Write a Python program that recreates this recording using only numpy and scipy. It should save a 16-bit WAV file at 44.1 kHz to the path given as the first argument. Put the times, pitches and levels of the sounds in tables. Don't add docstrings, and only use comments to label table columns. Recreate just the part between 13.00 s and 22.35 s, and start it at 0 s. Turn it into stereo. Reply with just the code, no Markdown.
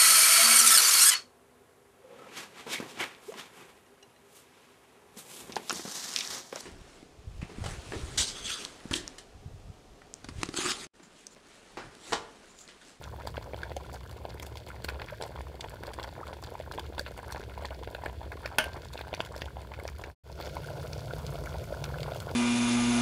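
import sys
import numpy as np
from scipy import signal
from scipy.fft import rfft, irfft, next_fast_len
from scipy.io import wavfile

SR = 44100
rng = np.random.default_rng(int(sys.argv[2]) if len(sys.argv) > 2 else 0)


def unload_audio(sound):
    columns = np.transpose(np.atleast_2d(sound))
    steps = np.round(np.clip(columns, -1, 1) * 32767)
    wavfile.write(sys.argv[1], SR, steps.astype(np.int16))


N = 412335
TIME = np.arange(N) / SR
SILENCE_START_S, SILENCE_END_S = 7.148, 7.236
HARDER = (TIME > (SILENCE_START_S + SILENCE_END_S) / 2) * 1.
TOP_HZ = 15700

# time_s, lesser_bubbles_db, fizz_db
BOIL_STRENGTH = [(0, -55.5, -59), (.9, -54, -55), (1.1, -58, -58), (2, -55, -57.5), (3.5, -54, -56.5),
                 (6.5, -53.5, -57), (7.25, -56, -59), (7.35, -60.5, -61), (7.41, -49, -51.5),
                 (7.48, -55.5, -54), (7.8, -53.5, -55.5), (9.35, -49.5, -55.5)]


def amp(db):
    return 10 ** (np.asarray(db) / 20)


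def evened(x):
    return x / np.sqrt(np.mean(x ** 2) + 1e-20)


def follow(rows, column):
    rows = np.array(rows)
    return amp(np.interp(TIME, rows[:, 0], rows[:, column]))


def colour(x, rows, column=1, share=1):
    rows = np.array(rows)
    size = next_fast_len(x.shape[-1])
    log_hz = np.log(np.fft.rfftfreq(size, 1 / SR) + 1)
    gain = amp(share * np.interp(log_hz, np.log(rows[:, 0]), rows[:, column]))
    return irfft(rfft(x, size) * gain, size)[..., :x.shape[-1]]


def by_heat(x, rows, share=1):
    simmer = colour(x, rows, 1, share)
    boil = colour(x, rows, 2, share)
    return (1 - HARDER) * simmer + HARDER * boil


def add(mix, s, sound):
    start = max(round(s * SR), 0)
    part = mix[..., start:][..., :sound.shape[-1]]
    part += sound[..., :part.shape[-1]]


def flame():
    # time_s, relative level_db
    strength = [(0, -43), (1.2, -45.5), (3.4, -44.5), (6.9, -45), (7.25, -46), (7.5, -43.5), (8.25, -41),
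                (9.35, -41)]
    # pitch_hz, relative simmer_db, relative boil_db
    drone = [(24.8, -46.5, -35), (47, -11.5, -12), (59.2, -3.5, 1), (67, 3.5, 3.5), (80.4, -1, 0),
             (94, -9.5, -2), (108.7, -4, -1.5), (129, -9, -0.5), (144, -11.5, 4.5), (158, -12.5, 1),
             (171, -15.5, -12.5), (227, -22, -16), (500, -50, -44)]
    boil_db, apart_db, left_db = 2, -16, 1.0
    shared = rng.standard_normal(N)
    apart = amp(apart_db) * rng.standard_normal((2, N))
    roar = (shared + apart) * amp([[left_db], [0]])
    gentle = evened(colour(roar, drone, 1))
    strong = evened(colour(roar, drone, 2))
    growth = np.interp(TIME, (7.3, 7.95), (0, 1))
    return follow(strength, 1) * ((1 - growth) * gentle + amp(boil_db) * growth * strong)


def seethe(count):
    # pitch_hz, relative level_db per Hz
    wash_tone = [(150, -28), (270, -2.5), (390, 2), (650, -3.5), (1000, -20), (1600, -15), (3000, -8.5),
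                 (7000, -13), (15000, -28)]
    boil_db, swell_db, swell_s = 1.0, 0.9, 0.046
    wash = evened(colour(rng.standard_normal((count, N)), wash_tone)) / np.sqrt(count)
    swell = np.interp(TIME / swell_s, np.arange(1000), rng.standard_normal(1000))
    level_db = boil_db * HARDER + swell_db * swell / (1 + HARDER)
    return amp(level_db) * follow(BOIL_STRENGTH, 2) * wash


def spoon():
    # start_s, relative level_db
    clinks = [(5.585, 3.5), (5.609, -20), (5.642, -16.5)]
    # pitch_hz, relative level_db, t60_s (time to fade by 60 dB)
    metal = [(350, -10, .04), (624, 2, 0.19), (670, -2, .09), (867, -7, 0.14), (917, -13, .3),
             (1140, -8, .08), (1432, -1, 0.11), (1499, -6, .13), (1571, -3, 0.34), (1680, -5, 0.13),
             (1755, -3, 0.14), (2137, -1, 0.07), (2175, -9, 0.19), (2349, -5, .1), (2630, -8, 0.08),
             (2775, -6, 0.11), (3006, -1.5, 0.17), (3224, -2.5, 0.15), (4533, -21, .22), (6492, -21, .16),
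             (7240, -17, .09), (9566, -9, .09), (10725, -16, .11), (14500, -25, .1)]
    # pitch_hz, relative level_db per Hz
    crack_tone = [(100, -1), (340, 0.5), (480, -5), (660, -1), (950, -2), (1200, -2), (1550, 6.5),
                  (1900, -3), (2300, 2), (2850, 3.5), (3700, -9), (6000, -7.5), (7900, -18.5), (9400, -3.5),
                  (10100, -13), (12500, -11), (15000, -14)]
    ring_db, crack_db, rasp_db, shimmer_db, left_db = -30, -10.5, -1, -26.0, -3
    crack_s, shimmer_s, lag_s = .0021, 0.028, 0.0001
    dull_hz = 5000
    t = np.arange(SR // 2) / SR - crack_s
    age = np.maximum(t - np.array([[0], [lag_s]]), 0)
    struck = (age > 0) * 1.
    out = np.zeros((2, N))
    for s, db in clinks:
        ring = 0
        for hz, level_db, t60_s in metal:
            phase = rng.random() + 0.28 * rng.random((2, 1))
            ring = ring + amp(level_db - 60 * age / t60_s) * np.sin(2 * np.pi * (hz * t + phase))
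        noise = struck * rng.standard_normal(age.shape)
        click = evened(np.diff(struck, prepend=0))
        blow = click + amp(rasp_db) * evened(noise * np.exp(-age / crack_s))
        crack = evened(colour(blow, crack_tone)) * np.sqrt(crack_s / t[-1] / 2)
        dull = signal.lfilter(*signal.butter(1, dull_hz, fs=SR), evened(colour(noise, crack_tone)))
        shimmer = np.exp(-age / shimmer_s) * dull
        ringing = struck * (amp(ring_db) * ring + amp(shimmer_db) * shimmer)
        add(out, s - crack_s, amp(db) * (amp(crack_db) * crack + ringing))
    return out * amp([[left_db], [0]])


def blup(hz, cycles):
    rise_per_cycle = 0.019
    turns = np.arange(1024) / SR * hz
    swell = turns / cycles * np.exp(1 - turns / cycles)
    return swell * np.sin(2 * np.pi * turns * (1 + rise_per_cycle * turns / 2))


def snap(hz, tear_s=0.001, bright_db=-15):
    click, octaves = 2.93, 0.76
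    t = np.arange(384) / SR
    tear = rng.standard_normal(len(t)) * np.exp(-t / tear_s) * (1 - np.exp(-t / .00025))
    tear[10] += click
    band = min(hz, SR / 4) * 2. ** np.array([-octaves, octaves])
    band = np.minimum(band, TOP_HZ)
    ring = signal.lfilter(*signal.butter(2, band, "band", fs=SR), tear)
    ring = ring + amp(bright_db) * tear
    return ring / np.linalg.norm(ring) * np.sqrt(.005 * SR)


def burble(hz):
    rim_db, later_s = -13, .014
    sound = np.zeros(4096)
    add(sound, 0, blup(hz, rng.uniform(0.36, 0.57)))
    neighbour = blup(hz * 2 ** rng.uniform(-0.39, 0.77), rng.uniform(0.2, 1.1))
    add(sound, rng.random() * later_s, rng.uniform(-1.02, 1) * neighbour)
    add(sound, rng.random() * later_s, amp(rim_db) * rng.random() * snap(2 * hz))
    return sound


def swarm(grains, per_s, spread_db, cap, count):
    spots = np.zeros((count, N))
    for when, kind, where, size, rank in rng.random((int(2 * per_s * N / SR), 5)):
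        if 2 * rank < 1 + HARDER[int(when * N)]:
            size_db = spread_db * min(-np.log(1 - size), cap)
            grain = grains[int(kind * len(grains))]
            add(spots[int(where * count)], when * N / SR, amp(size_db) * grain)
    return evened(spots / np.sqrt(1 + HARDER)) / np.sqrt(count)


def small_bubbles(count):
    bubbles_db, fizz_db = 1, 2
    surge_db, sizzle_db, surge_s = 2.0, 3.8, 0.046
    fine_hz, finest_hz = 1900, 11000
    bubbles = [burble(hz) for hz in np.geomspace(390, 1400, num=80)]
    ticks = []
    for hz in np.geomspace(fine_hz, finest_hz, num=60):
        ticks.append(snap(hz, tear_s=0.00049) * (fine_hz / hz) ** 0.071)
    bubbling = swarm(bubbles, per_s=90, spread_db=4.5, cap=1.93, count=count)
    fizz = swarm(ticks, per_s=200, spread_db=4.5, cap=3.72, count=count)
    chance = np.clip(rng.standard_normal(1000), -2, 1.5)
    surge = np.interp(TIME / surge_s, np.arange(1000), chance)
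    surge = surge / (1 + HARDER)
    bubbling = amp(bubbles_db + surge_db * surge) * follow(BOIL_STRENGTH, 1) * bubbling
    fizz = amp(fizz_db + sizzle_db * surge) * follow(BOIL_STRENGTH, 2) * fizz
    return bubbling + fizz


def steam(snaps, count):
    puff_db, puff_s, lead_s = -13, 0.005, 0.007
    t = np.arange(SR // 6) / SR
    flow = np.zeros(N)
    for s, _, _, spray_db in snaps:
        add(flow, s - lead_s, amp(spray_db) * t / puff_s * np.exp(1 - t / puff_s))
    hiss_filter = signal.butter(1, (5500, 9000), "band", fs=SR)
    hiss = signal.lfilter(*hiss_filter, rng.laplace(size=(count, N)))
    return amp(puff_db) * flow * evened(hiss) / np.sqrt(count)


def middling_bubbles():
    per_s = 8
    skin_holds_s = 0.027
    blup_hz, snap_hz, spread_octaves = 825, 3520, 0.53
    blup_db, snap_db, spray_db, spread_db = -41, -44, -52.5, 1
    blups, snaps = [], []
    for k, (when, hold, *draws) in enumerate(rng.random((int(per_s * N / SR), 6))):
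        s = (k + when) / per_s
        chance = 2 * np.array(draws) - 1
        fat_db, loud_db = spread_db * chance[:2]
        low, high = 2 ** (spread_octaves * chance[2:])
        blups.append((s, blup_db + fat_db, blup_hz * low, rng.uniform(0.35, 0.73)))
        tear_at = s + skin_holds_s * hold
        snaps.append((tear_at, snap_db + loud_db, snap_hz * high, spray_db + loud_db))
    return blups, snaps


def fat_bubbles(blups, snaps, count):
    rasp_db, rasp_hz = -20.0, 2150
    snap_db, bright_db = -5, 6
    cavity_db, cavity_cycles = -2.0, 1.7
    spit_db, spit_s, lead_s = -22, .012, .003
    spots = np.zeros((count, N))
    for s, db, hz, cycles in blups:
        spot = spots[rng.integers(count)]
        add(spot, s, amp(db) * blup(hz, cycles))
        rasp = snap(rasp_hz, tear_s=0.0012, bright_db=-17.0)
        add(spot, s, amp(db + rasp_db) / cycles * rasp)
    for s, db, hz, spray_db in snaps:
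        spot = spots[rng.integers(count)]
        add(spot, s, amp(db + snap_db) * snap(hz, bright_db=bright_db + spray_db - db))
        add(spot, s, amp(db + cavity_db) * blup(hz, cavity_cycles))
        for late, pitch, size in rng.random(size=(6, 3)):
            tick = snap(hz * 2 ** (2.6 * pitch - 1.2), tear_s=0.00028)
            tick_at = s - lead_s - spit_s * np.log(1 - late)
            add(spot, tick_at, 2 * size ** 2 * amp(db + spit_db) * tick)
    return spots


def pot(spots):
    # pitch_hz, simmer_db, boil_db
    hollow = [(297, 4.5, 3), (700, 5, 10), (755, 3, 3), (1005, 10, 8), (1214, 0, 1), (1433, 6.5, 10.5),
              (1750, 5.5, 2), (1940, 3.5, 0), (2025, 5, 3.5), (2800, -0.5, 0), (3220, -4.5, -3.5),
              (4420, -3.5, -2), (6620, -11, -6), (7000, -9, -6.5), (7950, -10.5, -7), (10160, -10.5, -6),
              (13100, -13, -7)]
    near_s, far_s = 0.00017, 0.0003
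    bounce_db, bounce_s = -8, 0.001199
    wall_db, wall_s, wall_hz = -7, 0.0049, 1200
    room_db, room_t60_s = -15, 0.18
    t = np.arange(SR // 4) / SR
    out = np.zeros((2, N))
    for spot, lag_s in zip(spots, np.linspace(near_s, far_s, len(spots))):
        wall, room = rng.standard_normal((2, 2, len(t)))
        wall = evened(wall * np.exp(-t / wall_s) * (t > .0006))
        wall = amp(wall_db) * wall / np.sqrt(len(t))
        for side in wall:
            side[round(bounce_s * rng.uniform(.7, 1.3) * SR)] += amp(bounce_db)
        room = evened(room * amp(-60 * t / room_t60_s) * (t > .005))
        path = signal.lfilter(*signal.butter(2, wall_hz, "high", fs=SR), wall)
        path = path + amp(room_db) * room / np.sqrt(len(t))
        path[0, 0] += 1
        path[1, round(lag_s * SR)] += 1
        out += signal.oaconvolve(spot[None], path, axes=1)[:, :N]
    return by_heat(out, hollow)


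def scene(count=6):
    # start_s, relative level_db, pitch_hz,
    # swell_cycles (cycles to full swell: few = a dull thud, many = a round plop)
    fattest = [(0.2526, -36.5, 530.0, 0.7), (0.2726, -33.0, 760.0, 0.44), (0.3786, -27, 570.0, 0.41),
               (0.5341, -31, 550.0, 0.5), (0.5438, -30, 580.0, 0.41), (0.6324, -29.5, 1460.0, 0.6),
               (0.7053, -36, 660.0, 0.5), (0.7168, -33.0, 550.0, 0.38), (0.7647, -31, 700.0, 1.7),
               (0.7677, -33.5, 530.0, 1.2), (1.2522, -28, 660.0, 0.44), (1.7031, -32, 1340.0, 0.7),
               (1.8463, -35, 1220.0, 0.35), (1.8845, -30.0, 1250.0, 0.54), (1.888, -27, 1380.0, 0.46),
               (1.957, -36, 1000.0, 0.61), (2.0173, -31.5, 940.0, 0.43), (2.1223, -39, 550.0, 2.2),
               (2.2122, -29.5, 620.0, 0.33), (2.2229, -32, 700.0, 0.39), (2.2365, -31.5, 640.0, 0.5),
               (2.3592, -34, 960.0, 0.54), (2.4071, -32, 740.0, 0.33), (2.6413, -35.0, 550.0, 0.41),
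               (2.646, -32, 780.0, 0.5), (2.8353, -32.5, 760.0, 0.39), (2.8794, -38, 550.0, 0.89),
               (2.9872, -30, 990.0, 0.52), (2.9976, -29, 860.0, 0.29), (3.0435, -30, 960.0, 0.44),
               (3.1796, -38.5, 660.0, 0.93), (3.2307, -36.0, 1150.0, 2.3), (3.2703, -34, 1220.0, 0.58),
               (3.5527, -34, 860.0, 0.81), (3.6002, -31.5, 580.0, 0.88), (3.7135, -30.5, 1150.0, 0.53),
               (3.778, -30, 600.0, 0.32), (3.785, -29, 880.0, 0.7), (3.9808, -27.0, 860.0, 0.38),
               (3.9922, -31, 1550.0, 2.0), (4.0084, -37.5, 530.0, 1.4), (4.1902, -30.5, 830.0, 0.53),
               (4.3022, -35, 1550.0, 1.3), (4.3471, -30.5, 700.0, 0.43), (4.5769, -30, 880.0, 0.75),
               (4.6234, -37, 620.0, 0.8), (4.6488, -30, 880.0, 0.38), (4.6536, -32, 760.0, 0.3),
               (4.7066, -34.5, 620.0, 0.29), (4.8747, -31, 570.0, 0.39), (4.9499, -32, 620.0, 0.47),
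               (5.0367, -31, 780.0, 0.56), (5.0595, -29.5, 1600.0, 1.1), (5.0626, -29, 580.0, 0.39),
               (5.0974, -34.5, 860.0, 0.59), (5.2145, -35, 760.0, 0.7), (5.3192, -36, 1650.0, 1.5),
               (5.4489, -33, 1510.0, 1.2), (5.4556, -32, 570.0, 0.89), (5.6593, -36, 600.0, 0.76),
               (5.6664, -32, 600.0, 0.47), (5.9552, -34, 700.0, 0.56), (6.0105, -31, 680.0, 0.4),
               (6.1293, -27, 640.0, 0.57), (6.1389, -29, 660.0, 0.33), (6.1957, -33, 600.0, 1.1),
               (6.2037, -25, 640.0, 0.34), (6.3618, -37, 570.0, 0.86), (6.4193, -30, 640.0, 0.27),
               (6.5683, -32.5, 760.0, 0.82), (6.7179, -34, 860.0, 0.47), (6.7893, -33.5, 580.0, 0.5),
               (6.8523, -29.5, 600.0, 0.61), (7.4017, -33, 760.0, 0.38), (7.5678, -25.5, 910.0, 0.75),
               (7.6445, -39.0, 1460, 2.0), (7.686, -39.5, 1460, 1.5), (7.7033, -37, 660.0, 0.64),
               (8.108, -33.0, 1440, 1.2), (8.1349, -31.5, 500.0, 0.42), (8.355, -35.5, 640.0, 0.65),
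               (8.472, -33.5, 1450.0, 1.3), (8.557, -35, 850.0, 0.76), (8.7244, -30.5, 550.0, 0.94),
               (8.741, -38, 1470, 1.1), (8.84, -30.5, 910, 0.5), (8.942, -33.5, 1490, 1.6),
               (9.06, -33.5, 1030.0, 0.76), (9.1195, -30.0, 620.0, 0.48), (9.159, -34.5, 690.0, 0.58)]
    # start_s, relative level_db, centre_hz, relative spray_db
    loudest = [(0.0243, -39, 2500, -42), (0.0395, -31.5, 4270, -55), (0.2728, -28.5, 4600, -28),
               (0.3694, -32.5, 2500, -67), (0.633, -31.5, 2090, -65), (0.6332, -40, 4500, -65),
               (0.766, -30.5, 5800, -37), (0.9305, -37, 4600, -43), (0.943, -35, 4600, -32),
               (1.0944, -39.5, 2600, -50), (1.112, -38, 5500, -43), (1.3979, -30.5, 2950, -42),
               (1.4253, -32, 2960, -37), (1.4295, -32, 6000, -37), (1.4656, -33.5, 2610, -31),
               (1.5559, -36, 3800, -49), (1.5717, -30.5, 3730, -43), (1.6646, -40, 4700, -46),
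               (1.6876, -37, 2300, -32), (1.8457, -23, 4270, -27), (1.887, -22.5, 2100, -47),
               (1.897, -32, 2600, -32), (1.997, -35, 2300, -62), (2.018, -32, 2240, -56),
               (2.086, -38, 2250, -64), (2.2235, -26.5, 5200, -51), (2.236, -34, 5400, -52),
               (2.6083, -25.5, 4100, -50), (2.612, -34.5, 3900, -67), (2.835, -33.5, 2100, -48),
               (2.8688, -34.5, 5070, -42), (2.9347, -34, 2770, -48), (2.9395, -34, 6900, -50),
               (3.0297, -31, 4260, -46), (3.0374, -29, 3710, -57), (3.27, -44, 2200, -38),
               (3.4384, -32.5, 5500, -38), (3.721, -31, 4670, -42), (3.7384, -38, 2200, -56),
               (3.7952, -26.5, 3500, -37), (3.981, -32, 2620, -57), (3.9948, -22, 4400, -27),
               (4.0632, -31.5, 2270, -62), (4.1769, -35.5, 2500, -33), (4.3235, -27, 4140, -29),
               (4.6545, -30.5, 4200, -50), (4.948, -28.5, 2700, -46), (5.0592, -31, 2180, -44),
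               (5.3193, -36, 2010, -51), (5.459, -23.5, 2950, -45.5), (5.9359, -33.5, 3780, -29),
               (5.9762, -30, 3070, -55.5), (5.9913, -33.5, 2200, -47), (6.0132, -30.5, 2700, -45),
               (6.1393, -26.5, 2280, -54), (6.1476, -31, 5440, -47), (6.2044, -23.5, 2670, -54.5),
               (6.2123, -35, 4600, -48), (6.2497, -32.5, 3900, -47), (6.2616, -36.5, 4700, -36),
               (6.364, -34, 5000, -42), (6.379, -34, 4500, -43), (6.4186, -25.5, 3470, -44),
               (6.7376, -33, 2740, -55), (6.7984, -37, 2010, -55), (6.878, -25, 3870, -45),
               (7.0382, -31, 2400, -55), (7.4117, -34.5, 2800, -58), (7.4959, -37.5, 2630, -54),
               (7.6725, -39, 2570, -42), (7.9313, -30.5, 4270, -55), (8.2656, -32.5, 4510, -45),
               (8.4587, -36.5, 2100, -38), (8.6403, -41, 2130, -37), (8.8408, -27.5, 3900, -43),
               (8.985, -36.5, 2400, -52), (9.0049, -34, 2910, -44), (9.0306, -31, 3700, -52),
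               (9.147, -37, 2500, -48), (9.1641, -38, 4700, -40), (9.2025, -30.5, 5000, -43)]
    # pitch_hz, simmer_db, boil_db
    shade = [(200, 1, 4), (816, 4, 1), (1070, 1.5, 2.5), (1630, 5.5, 1.5), (2620, -1.5, 4.5),
             (5100, -3, -8), (7100, 6.5, 2), (15000, 12, 4)]
    blups, snaps = middling_bubbles()
    blups, snaps = [*fattest, *blups], [*loudest, *snaps]
    bubbling = seethe(count) + small_bubbles(count) + steam(snaps, count)
    bubbling = bubbling + fat_bubbles(blups, snaps, count)
    left, right = pot(bubbling) + spoon()
    shaded = np.array([by_heat(left, shade, 1 / 2), by_heat(right, shade, -1 / 2)])
    return shaded + flame()


def record(dry):
    fade_out_s, fade_in_s = 0.06, 0.071
    rounded = .8 * np.tanh(dry / .8)
    fade_out = np.clip((SILENCE_START_S - TIME) / fade_out_s, 0, 1)
    fade_in = np.sqrt(np.clip((TIME - SILENCE_END_S) / fade_in_s, 0, 1))
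    limit = signal.firwin(255, TOP_HZ, window=("kaiser", 9), fs=SR)
    return signal.oaconvolve(rounded * (fade_out + fade_in), limit[None], "same")


dry = scene()
out = record(dry)
unload_audio(out)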